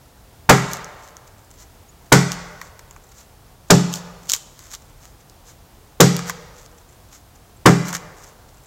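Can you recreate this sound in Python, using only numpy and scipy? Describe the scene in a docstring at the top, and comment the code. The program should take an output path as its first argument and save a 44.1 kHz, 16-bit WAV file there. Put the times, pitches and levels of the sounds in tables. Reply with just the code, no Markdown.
"""In bare woodland, five heavy blows of an adze (an axe with a crosswise blade) land in a long log.
Each blow thuds, splits fibres and sets the log ringing; the trunks scatter the sound back.
Levering the blade free tears and snaps splinters, which drop into dry leaves, and the worker rustles
on each upswing between blows. A small bird chirps twice over quiet air.
The blows overload a microphone a few metres away."""
import sys
import numpy as np
from scipy import signal
from scipy.fft import rfft, irfft
from scipy.io import wavfile
from scipy.ndimage import uniform_filter1d

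SR = 44100
rng = np.random.default_rng(int(sys.argv[2]) if len(sys.argv) > 2 else 0)


def materialize(psi):
    """Save the field psi as 16-bit PCM at rate SR to the path in sys.argv[1].

    A 1-D psi becomes a single channel; in a 2-D psi each row is a channel.
    """
    bounded = np.clip(np.atleast_2d(psi).T, -1, 1)
    quanta = np.round(bounded * 32767).astype(np.int16)
    wavfile.write(sys.argv[1], SR, quanta)


N = 381906

# Tone of the quiet air: frequency_hz, relative_db
AIR_TONE = [(19, -28), (32, -1), (83, -1.5), (133, -5.5), (191, -12.5), (296, -14.5), (497, -15),
            (595, -17), (695, -14), (1760, -24.5), (2010, -26), (2470, -27), (6770, -28.5), (9000, -31),
            (15500, -31)]
# Far echo of the woods: frequency_hz, relative_db, fade_s (a fade time is the time to drop by 60 dB)
FAR_ECHO = [(60, -17, 1.5), (300, -18, .7), (534, -16.5, 1.92), (1500, -13, 1.41), (3050, -8.5, 1.14),
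            (7000, -12.5, 0.93), (10000, -10, 0.65), (15000, -22, .5)]
# Bird chirps: start_s, length_s, start_pitch_hz, end_pitch_hz, level_db
BIRD_CHIRPS = [(1.881, .028, 6350, 7230, -46.5), (7.557, 0.03, 7360, 7900, -53)]
# Tones of a splinter's bright snap and a chip's hollow body: frequency_hz, relative_db
SNAP_TONE = [(300, -35), (1500, -26.5), (3000, -4), (5000, -2), (6400, 5.5), (7500, 3), (8700, -9),
             (10500, -14), (13000, -7.5), (16000, -17)]
BODY_TONE = [(150, -38), (700, -3.5), (1100, 11), (2200, 8), (3200, -24), (8000, -19)]
# Fibres tearing as the blade comes free: middle_s, half_length_s, level_db, body_db (against the snap)
FIBRE_TEARS = [(0.733, 0.038, -39, -13), (2.327, 0.014, -40, -10), (3.956, 0.029, -32, -25),
               (4.304, 0.015, -27.5, -19), (4.338, .026, -29, -12.5), (4.732, .024, -38.5, -8),
               (6.286, .022, -37, 0), (7.884, 0.028, -34, -2.5), (7.951, 0.022, -30.5, -5)]
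# Loudest snaps of breaking and tumbling wood: start_s, peak_db, body_db (against the snap)
WOOD_SNAPS = [(0.734, -9, -10), (.845, -19, -17), (1.168, -25.5, -12), (1.513, -32.5, -13),
              (2.319, -6, -22), (2.615, -19, 6), (2.793, -27.5, -1.5), (2.91, -27.5, -8.5),
              (2.963, -31, 8.5), (3.939, -7, -33), (4.2977, -0.5, -21), (4.3188, 2.5, -26),
              (4.3346, 0.5, -17.5), (4.3374, 2, -25), (4.592, -24, -10), (4.736, -19.5, -9),
              (4.750, -16.5, -27.5), (5.298, -31, -18), (6.166, -9, -25), (6.192, -15.5, 3),
              (6.297, -10, 3.5), (6.662, -27, -13), (7.932, -17, 16), (7.95, -10, 0.5)]
# Notes the log rings at, the lowest being a dull thump of the blow into the ground: pitch_hz, relative_db,
# fade_s
LOG_NOTES = [(55, -31.5, 0.55), (97, -18, .25), (116, -11, 0.15), (134.7, -5.5, 0.403), (155, -30, 1.24),
             (148.3, -16.5, 0.47), (174.2, -4.5, 0.56), (200.2, -11.5, 0.46), (219, -13.5, .16),
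             (264.1, -18.5, 0.39), (288.3, -15, 0.39), (345, -14, 0.28), (404.3, -8, 0.29),
             (453.5, -6.5, 0.18), (510.2, -6, 0.11), (595.8, -5, 0.12), (713.5, -14.5, 0.19),
             (784, -19.5, 0.31)]
# Tones of the blade's thud and the crack of splitting fibres: frequency_hz, relative_db
THUD_TONE = [(25, -10.5), (70, -10.5), (130, 4), (350, -2), (600, -3.5), (950, -1), (1400, -4), (1700, -9),
             (2200, -13), (2700, -19), (5000, -27), (16000, -48)]
CRACK_TONE = [(300, -41), (1500, -19.5), (2800, -6), (4000, -2.5), (5500, 0.5), (7200, 2), (8200, -5),
              (9800, -20.5), (12500, -12), (16000, -29.5)]
# Adze blows, with relative levels: start_s, thud_db, knock_db, crack_db, ring_db,
# ring_tilt_db_per_octave, deep_notes_db, slab_pitch_hz, slab_db
ADZE_BLOWS = [(0.4895, 4, 2.5, 1.5, -7, 5, 8.5, 916, 6.5), (2.1180, 1, -2, 3.5, -3, 1, 5.5, 1463, 10.5),
              (3.6991, -1, -19, 2, 1, -1.5, -1.5, 1214, 3.5),
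              (5.9993, -2.5, -3, 4.5, -0.5, -0.5, 1.5, 480.3, 5.5),
              (7.6547, 0, -1, -1.5, 1, 0, -1.5, 315, 0)]


def undb(db):
    """Turn decibels into a number to multiply by."""
    return 10 ** (np.asarray(db) / 20)


def unit(x):
    """Scale a sound to an average strength (rms) of 1."""
    return x / np.sqrt(np.mean(x ** 2))


def fade(t, fade_s):
    """Die away by 60 dB every fade_s seconds."""
    return np.exp(-np.log(1000) * t / fade_s)


def add(track, start_s, sound):
    """Mix a sound into a track at the given time."""
    i = max(int(start_s * SR), 0)
    track[i:i + len(sound)] += sound[:max(len(track) - i, 0)]


def colour(x, tone, size=4096):
    """Filter a sound to follow a tone table; white noise keeps its strength."""
    hz, db = np.transpose(tone)
    log_hz = np.log(np.maximum(np.fft.rfftfreq(size, 1 / SR), 1))
    gains = undb(np.interp(log_hz, np.log(hz), db))
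    # build the filter so that it rings only after a hit, never before it
    cepstrum = irfft(np.log(gains))
    one_sided = 2 * cepstrum[:size // 2] * (np.arange(size // 2) > 0)
    response = irfft(np.exp(rfft(one_sided, size)))
    return signal.oaconvolve(x, response / np.linalg.norm(response))[:len(x)]


def grains(count, spread_db):
    """Tightly packed clicks; more spread makes their sizes more unequal."""
    noise = rng.standard_normal(count)
    boost_db = spread_db * np.minimum(rng.exponential(size=count), 2 * np.pi)
    return unit(noise * undb(boost_db))


def drift(rate_hz):
    """A smooth random wander, roughly between -1 and 1."""
    step = int(SR / rate_hz)
    return uniform_filter1d(np.repeat(rng.standard_normal(N // step + 1), step), step)[:N]


def dry_wood(clicks, body_db):
    """Small dry wood answers each click with a bright snap and a hollow body."""
    return colour(clicks, SNAP_TONE) + undb(body_db) * colour(clicks, BODY_TONE)


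def rustle(middle_s, half_length_s, level_db, body_db, spread_db):
    """A swarm of tiny breaks swells and dies away."""
    out, t = np.zeros(N), np.arange(SR // 2) / SR
    swell = np.exp(-((t - t.mean()) / half_length_s) ** 2)
    clicks = grains(len(t), spread_db) * swell
    add(out, middle_s - t.mean(), undb(level_db) * dry_wood(clicks, body_db))
    return out


def air(level_db=-48, waver_db=0.4):
    """A distant rumble and soft hiss that waver very slightly."""
    noise = unit(colour(rng.standard_normal(N), AIR_TONE))
    return noise * undb(level_db + waver_db * drift(rate_hz=11))


def woods_echo(x, near_db=-1, near_fade_s=0.24, delay_s=0.0047, gain_db=-5, bands=14):
    """Nearby trunks scatter a quick, dense echo; distant ones a long tail that loses its treble."""
    t = np.arange(2 * SR) / SR
    hz, db, fade_s = np.transpose(FAR_ECHO)
    table_log_hz = np.log(hz)
    centres = np.linspace(table_log_hz[0], table_log_hz[-1], bands)
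    log_hz = np.log(np.maximum(np.fft.rfftfreq(len(t), 1 / SR), 1))
    scatter = rfft(grains(len(t), spread_db=2.13))
    onset = np.clip(t / delay_s - 1, 0, 1)
    near = onset * fade(t, near_fade_s)
    response = np.zeros(len(t))
    for centre, share in zip(centres, np.eye(bands)):
        band = irfft(scatter * np.interp(log_hz, centres, share))
        far = onset * fade(t, np.interp(centre, table_log_hz, fade_s))
        decay = far / np.linalg.norm(far) + undb(near_db) * near / np.linalg.norm(near)
        response += band * decay * undb(np.interp(centre, table_log_hz, db) + gain_db)
    return signal.fftconvolve(x, response)[:len(x)]


def bird():
    """A small bird gives thin, rising whistles."""
    out = np.zeros(N)
    for start_s, length_s, start_hz, end_hz, level_db in BIRD_CHIRPS:
        pitch_hz = np.linspace(start_hz, end_hz, int(length_s * SR))
        whistle = np.sin(2 * np.pi * np.cumsum(pitch_hz) / SR)
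        add(out, start_s, undb(level_db) * np.hanning(len(whistle)) * whistle)
    return out


def falling_crumbs(flight_s=1.0, spread_s=0.23, level_db=-61, per_second=80):
    """Crumbs of wood thrown by each blow sprinkle down on the dry leaves."""
    t = np.arange(N) / SR
    showers = sum(np.exp(-((t - blow_s - flight_s) / spread_s) ** 2) for blow_s, *_ in ADZE_BLOWS)
    sizes = rng.standard_normal(N) * undb(2 * rng.exponential(size=N))
    landings = sizes * (rng.random(N) < per_second / SR)
    crinkle = rng.standard_normal(SR // 20) * fade(t[:SR // 20], 0.036)
    patter = unit(signal.fftconvolve(landings, crinkle)[:N])
    return undb(level_db) * dry_wood(patter * showers, body_db=-7)


def falling_chips(flight_s=0.32):
    """What each tear breaks off drops into the dry leaves after a short fall."""
    return sum(rustle(tear_s + flight_s, half_length_s=0.05, level_db=-51, body_db=-6.5, spread_db=5.5)
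               for tear_s, *_ in FIBRE_TEARS)


def settling_chips(delay_s=0.5, length_s=1.1, start_db=-48.5, drop_db_per_s=5, scatter_db=2, count=4):
    """After each blow a few loose chips tip over one by one, ever more faintly."""
    out = np.zeros(N)
    for blow_s, *_ in ADZE_BLOWS:
        waits_s = length_s * (np.arange(count) + rng.random(count)) / count
        for wait_s, strength in zip(waits_s, rng.standard_normal(count)):
            tip_s = blow_s + delay_s + wait_s
            db = start_db - drop_db_per_s * wait_s + scatter_db * strength
            out += rustle(tip_s, half_length_s=0.006, level_db=db, body_db=-9, spread_db=2)
    return out


def upswings(lead_s=0.505):
    """Before every blow but the first, the worker rustles as the adze goes up."""
    return sum(rustle(blow_s - lead_s, half_length_s=0.034, level_db=-48, body_db=-8, spread_db=3.5)
               for blow_s, *_ in ADZE_BLOWS[1:])


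def snap(peak_db, body_db, click_fade_s=0.003, body_fade_s=0.016, rattle_fade_s=0.074, size=4096):
    """One chip gives a very short click, a hollow woody knock and a faint rattle."""
    t = np.arange(size) / SR
    rattle = undb(-25) * fade(t, rattle_fade_s)
    click = unit(colour(rng.standard_normal(size) * (fade(t, click_fade_s) + rattle), SNAP_TONE))
    body = unit(colour(rng.standard_normal(size) * (fade(t, body_fade_s) + rattle), BODY_TONE))
    chip = click + undb(body_db) * body
    return chip / np.abs(chip).max() * undb(peak_db)


def splinters(crackle_boost_db=13, scatter_db=2.5, crackles_per_tear=4):
    """Levering the blade tears fibres; thin ones crackle, the thickest break with a snap."""
    out = sum(rustle(*tear, spread_db=5) for tear in FIBRE_TEARS)
    for middle_s, half_length_s, level_db, body_db in FIBRE_TEARS:
        for offset, strength in rng.uniform(-0.89, 1, (crackles_per_tear, 2)):
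            crackle_s = middle_s + 1.2 * half_length_s * offset
            add(out, crackle_s, snap(level_db + crackle_boost_db + scatter_db * strength, body_db))
    for start_s, peak_db, body_db in WOOD_SNAPS:
        add(out, start_s, snap(peak_db, body_db))
    return out


def log_ring(build_cycles=2.4, deep_below_hz=140, gain_db=1):
    """The whole log rings over a low thump into the ground; where the blade lands sets the balance of its
    notes."""
    out, t = np.zeros(N), np.arange(SR) / SR
    hz, note_db, fade_s = np.transpose(LOG_NOTES)
    octaves_from_loudest = np.log2(hz / hz[np.argmax(note_db)])
    # long bending waves travel slowly, so the deep notes build up last
    build_up = 1 - np.exp(-(hz[:, None] * t / build_cycles) ** 2)
    swell = build_up * fade(t, fade_s[:, None])
    # the log rocks on its supports, which bends the pitch by about 1 %
    rocking = 0.014 * drift(rate_hz=22)
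    for start_s, _, _, _, ring_db, tilt_db, deep_db, _, _ in ADZE_BLOWS:
        bent_t = t + np.cumsum(np.roll(rocking, -int(start_s * SR))[:SR]) / SR
        notes = swell * np.sin(2 * np.pi * hz[:, None] * bent_t)
        balance_db = tilt_db * octaves_from_loudest + deep_db * (hz < deep_below_hz)
        add(out, start_s, undb(note_db + balance_db + ring_db + gain_db) @ notes)
    return out


def adze_cuts(bite_s=0.0055, thud_fade_s=0.097, knock_fade_s=0.11, split_fade_s=0.049, tear_fade_s=0.24,
              thud_gain_db=5, crack_gain_db=-2, tear_db=-16, slab_fade_cycles=50):
    """The blade sinks in with a thud, fibres split and tear, and the loosened slab knocks and rings."""
    t = np.arange(SR // 2) / SR
    bite = np.minimum(t / bite_s, 1) ** 2  # the force grows as the wedge goes in
    thuds, knocks, cracks, slabs = np.zeros((4, N))
    for start_s, thud_db, knock_db, crack_db, *_, slab_hz, slab_db in ADZE_BLOWS:
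        split = grains(len(t), spread_db=0.93) * fade(t, split_fade_s)
        tear = undb(tear_db) * grains(len(t), spread_db=3.5) * fade(t, tear_fade_s)
        thud = rng.standard_normal(len(t)) * bite * fade(t, thud_fade_s)
        knock = rng.standard_normal(len(t)) * bite * fade(t, knock_fade_s)
        slab = np.sin(2 * np.pi * slab_hz * t) * bite * fade(t, slab_fade_cycles / slab_hz)
        add(thuds, start_s, undb(thud_db + thud_gain_db) * thud)
        add(knocks, start_s, undb(knock_db) * knock)
        add(cracks, start_s + bite_s, undb(crack_db + crack_gain_db) * (split + tear))
        add(slabs, start_s, undb(slab_db) * slab)
    return colour(thuds, THUD_TONE) + colour(knocks, BODY_TONE) + colour(cracks, CRACK_TONE) + slabs


def stereo(x, side_db=-9, above_hz=8800, size=64):
    """Two close microphone openings: only the highest treble reaches left and right differently."""
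    ripple = rng.standard_normal(size)
    side = signal.fftconvolve(x, ripple / np.linalg.norm(ripple))[:N]
    side = signal.sosfilt(signal.butter(6, above_hz, "high", fs=SR, output="sos"), side)
    return x + undb(side_db) * side * np.array([[1], [-1]])


def scene(small_echo_db=-7, directions=3):
    """All the work happens straight ahead, wrapped in the echo of the woods."""
    small_sounds = splinters() + upswings() + falling_chips() + settling_chips()
    small_sounds += falling_crumbs() + bird()
    ring = log_ring()
    # splitting wood sends a different sound each way, so its echoes blend into a smooth wash
    wash = sum(woods_echo(adze_cuts()) for _ in range(directions)) / np.sqrt(directions)
    echo = wash + woods_echo(ring + undb(small_echo_db) * small_sounds)
    return stereo(adze_cuts() + ring + small_sounds + echo) + air()


def record(dry, ceiling=0.79, hardness=5.0, top_hz=15800):
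    """The microphone overloads on each blow, squashing the peaks; the very highest treble is cut."""
    squashed = dry / (1 + np.abs(dry / ceiling) ** hardness) ** (1 / hardness)
    return signal.sosfilt(signal.ellip(8, 0.2, 70, top_hz, fs=SR, output="sos"), squashed)


dry = scene()
out = record(dry)
materialize(out)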